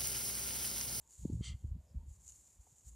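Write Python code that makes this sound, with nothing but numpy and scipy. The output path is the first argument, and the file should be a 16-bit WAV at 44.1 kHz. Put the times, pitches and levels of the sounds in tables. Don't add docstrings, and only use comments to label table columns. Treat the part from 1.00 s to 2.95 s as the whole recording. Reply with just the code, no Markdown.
import sys
import numpy as np
from scipy import signal
from scipy.fft import rfft, irfft
from scipy.io import wavfile
from scipy.ndimage import map_coordinates

SR = 44100
rng = np.random.default_rng(int(sys.argv[2]) if len(sys.argv) > 2 else 0)


def int16_out(signal):
    q = np.round(np.clip(np.atleast_2d(signal).T, -1, 1) * 32767)
    wavfile.write(sys.argv[1], SR, q.astype(np.int16))


N = 85995

# pitch_hz, gain_db
STEREO_WIDTH = [(20, -74), (3500, -42), (5500, -17.5), (7300, -2.5), (9000, 3), (14000, 0)]


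def amp(db):
    return 10 ** (np.asarray(db) / 20)


def unit(x):
    return x / np.sqrt(np.mean(x ** 2) + 1e-20)


def level(points):
    return amp(np.interp(np.arange(N) / SR, *np.transpose(points)))


def colour(x, points):
    hz, db = np.transpose(points)
    gain = amp(np.interp(np.log(np.fft.rfftfreq(N, 1 / SR) + 1), np.log(hz), db))
    return irfft(rfft(x) * unit(gain), N)


def flutter(rate_hz):
    rolloff = 1 + (np.fft.rfftfreq(N, 1 / SR) / rate_hz) ** 4
    return unit(irfft(rfft(rng.standard_normal(N)) / rolloff, N))


def resonance(hz, width_hz):
    detune = (np.fft.rfftfreq(N, 1 / SR) - hz) / (width_hz / 2)
    return unit(irfft(rfft(rng.standard_normal(N)) / (1 + detune ** 2), N))


def background():
    # pitch_hz, gain_db
    air_tone = [(20, 4.5), (60, -13.5), (150, -10.5), (400, -10), (700, -12.5), (950, -11), (1300, -20),
                (2500, -21.5), (5000, -23), (7000, -31.5), (10000, -25.5), (14000, -25)]
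    # peak_s, half_length_s, level_db, pitch_hz, width_hz
    faint_sounds = [(0.03, 0.068, -84, 920, 107), (0.257, 0.096, -81.5, 3920, 2700),
                    (0.282, 0.032, -78, 870, 110), (0.832, 0.03, -77.5, 636, 117),
                    (0.918, 0.033, -75, 538, 157), (0.899, 0.02, -82, 5280, 794),
                    (1.016, 0.02, -78.5, 947, 70.6), (1.672, 0.005, -71, 790, 450)]
    t = np.arange(N) / SR
    centre = amp(-78) * colour(rng.standard_normal(N), air_tone)
    side = amp(-87) * colour(rng.standard_normal(N), STEREO_WIDTH)
    for peak_s, half_s, db, hz, width_hz in faint_sounds:
        swell = np.exp(-((t - peak_s) / half_s) ** 2 / 2)
        centre += amp(db) * swell * resonance(hz, width_hz)
    return np.array([centre + side, centre - side])


def chirps(pitch_hz=4500, half_length_s=0.0078):
    # peak_s, level_db
    calls = [(.127, -81.5), (.303, -81.5)]
    t = np.arange(N) / SR
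    swells = sum(amp(db) * np.exp(-((t - peak_s) / half_length_s) ** 2 / 2) for peak_s, db in calls)
    return swells * np.sqrt(2) * np.sin(2 * np.pi * pitch_hz * t)


def blades(ticks_per_s=2200, spread_db=3.5, tick_share=0.4):
    sizes = amp(spread_db * np.minimum(rng.exponential(1, N), 4))
    signs = rng.choice([-1, 1], N)
    ticks = unit(sizes * signs * (rng.random(N) < ticks_per_s / SR))
    return np.sqrt(tick_share) * ticks + np.sqrt(1 - tick_share) * rng.standard_normal(N)


def rustle(swell_db=1, side_db=-8):
    # time_s, level_db
    rubbing = [(0, -79.5), (.083, -74.5), (.095, -67), (.122, -63), (.155, -64), (.172, -67.5),
               (.195, -61.5), (.29, -69), (.34, -68.5), (.40, -71), (.69, -79), (.75, -90), (.84, -81),
               (1.05, -81.5), (1.10, -70.5), (1.15, -68), (1.185, -72.5), (1.28, -60.5), (1.35, -64),
               (1.47, -67), (1.565, -71.5), (1.59, -78), (1.61, -69.5), (1.84, -70.5), (1.857, -62),
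               (1.888, -59.5), (1.905, -69.5), (1.95, -70)]
    # pitch_hz, gain_db
    grass_tone = [(300, -29), (1200, -29.5), (2000, -27), (3400, -27), (4300, -21.5), (5200, -20),
                  (6200, -10), (6850, -0.5), (7350, -1.5), (7750, -5.5), (8700, -11), (10000, -14),
                  (11200, -21.5), (14000, -22.5)]
    strength = level(rubbing) * amp(swell_db * flutter(rate_hz=55.6))
    centre = colour(strength * blades(), grass_tone)
    side = colour(strength * blades(), grass_tone)
    side = amp(side_db) * colour(side, STEREO_WIDTH)
    return np.array([centre + side, centre - side])


def snaps(rise_s=0.00086, decay_s=0.0021):
    # peak_s, strength_db
    cracks = [(.076, -62.5), (0.108, -58.5), (0.119, -67), (.127, -57), (.332, -59.5), (1.269, -60),
              (1.2795, -50), (1.289, -53), (1.294, -56), (1.2967, -50.5), (1.3038, -53.5), (1.322, -52),
              (1.36, -59), (1.475, -62), (1.783, -62), (1.809, -61.5)]
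    # pitch_hz, width_hz, gain_db
    stalk = [(1100, 590, -30.5), (2920, 280, -24.5), (4340, 230, -26), (6990, 950, 2), (9700, 3500, -13.5)]
    t = np.arange(N) / SR
    bursts = sum(amp(db) * np.exp(-np.maximum((peak_s - t) / rise_s, (t - peak_s) / decay_s))
                 for peak_s, db in cracks)
    ringing = sum(amp(db) * resonance(hz, width_hz) for hz, width_hz, db in stalk)
    return bursts * ringing


def wind(half_length_cycles=0.31):
    # peak_s, level_db, pitch_hz
    thumps = [(0.198, -47.5, 88), (0.235, -44, 108), (0.2531, -32, 313), (0.2563, -25, 175),
              (0.301, -30.5, 232), (0.327, -40, 257), (.336, -30, 118), (.343, -38.5, 192),
              (.354, -30.5, 87), (0.378, -35.5, 94), (0.398, -33.5, 108.5), (0.4104, -42.5, 302),
              (0.411, -30.5, 130), (0.481, -37, 79), (0.502, -40, 105), (0.521, -39.5, 72),
              (0.55, -38.5, 78), (0.644, -47, 245), (0.65, -31, 86), (0.666, -36.5, 55),
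              (0.721, -29.5, 64.3), (0.755, -40, 116), (0.766, -41, 137), (.950, -44.5, 154),
              (0.962, -40, 88), (0.976, -31, 61), (1.087, -43.5, 80), (1.113, -44.5, 68),
              (1.602, -48.5, 55.3), (1.728, -59.5, 115), (1.855, -60, 91), (1.873, -51.5, 58.3),
              (1.91, -57, 61)]
    # time_s, level_db
    rumble_levels = [(0, -71.5), (.155, -75), (.22, -48), (.35, -38), (.44, -50.5), (.54, -47),
                     (.585, -64.5), (.65, -48.5), (.765, -46), (.80, -54.5), (.88, -67.5), (.97, -50.5),
                     (1.07, -53.5), (1.16, -64.5), (1.3, -65), (1.42, -72.5), (1.835, -74.5), (1.86, -59),
                     (1.95, -59)]
    # pitch_hz, gain_db
    rumble_tone = [(20, -35), (40, -4.5), (65, 6), (110, -9), (200, -17.5), (350, -35), (600, -42),
                   (1500, -90)]
    t = np.arange(N) / SR
    sound = level(rumble_levels) * unit(colour(rng.standard_normal(N), rumble_tone))
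    for (peak_s, db, hz), phase in zip(thumps, rng.random(len(thumps))):
        cycles = np.clip((t - peak_s) * hz, -10, 10)
        swing = np.cos(2 * np.pi * (cycles + phase))
        sound += amp(db) * swing / np.cosh(cycles / half_length_cycles)
    return sound


def wavering(x, pitch_share=0.00515):
    speed = 1 + pitch_share * flutter(rate_hz=35.5)
    return map_coordinates(x, [np.cumsum(speed)], order=3, mode="mirror")


def stork_hiss(start_s=0.4045, rise_s=0.041, hold_s=0.04, fall_s=0.08):
    # pitch_hz, width_hz, gain_db
    throat = [(1226, 420, -16.5), (2094, 220, -6), (2360, 190, -17.5), (2855, 310, -8), (3170, 220, 0),
              (3540, 360, -6.5), (4230, 840, -7.5), (4550, 480, -3), (4920, 130, -12), (5910, 380, -7.5),
              (6150, 650, -6.5), (6580, 180, -12.5), (7140, 480, -2), (7840, 400, -4), (8230, 450, -9.5),
              (9220, 200, -10.5)]
    # pitch_hz, gain_db
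    rasp_tone = [(500, -22), (2400, -18), (3300, -5), (5300, -17), (8400, 5), (10000, -8), (14000, -20)]
    corners_s = start_s + np.cumsum([0, rise_s, hold_s, fall_s])
    pressure = np.interp(np.arange(N) / SR, corners_s, [0, 1, 1, 0])
    ringing = np.zeros(N)
    for hz, width_hz, db in throat:
        steepness = 2.09 * (hz / 4000) ** 0.78
        ringing += amp(db) * pressure ** steepness * wavering(resonance(hz, width_hz))
    ringing /= np.linalg.norm([amp(db) for _, _, db in throat])
    rasp = amp(-19.5) * pressure ** 2 * colour(rng.standard_normal(N), rasp_tone)
    roughness = np.exp(0.11 * flutter(rate_hz=300))
    return amp(-51) * (ringing + rasp) * roughness


def ground_echo(x, echo_db=-21.5, decay_s=0.076):
    tail = rng.standard_normal(N) * np.exp(-np.arange(N) / SR / decay_s)
    return x + amp(echo_db) * signal.fftconvolve(x, tail / np.linalg.norm(tail))[:N]


def scene():
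    return ground_echo(stork_hiss()) + wind() + rustle() + snaps() + chirps() + background()


def record(dry):
    low_hz, high_hz = 42, 14350
    hz = np.fft.rfftfreq(N, 1 / SR)
    thinned = irfft(rfft(dry) / np.sqrt(1 + (low_hz / (hz + 1)) ** 8), N)
    treble_cut = signal.firwin(511, high_hz, window=("kaiser", 9), fs=SR)
    return signal.oaconvolve(thinned, treble_cut[None], "same")


dry = scene()
out = record(dry)
int16_out(out)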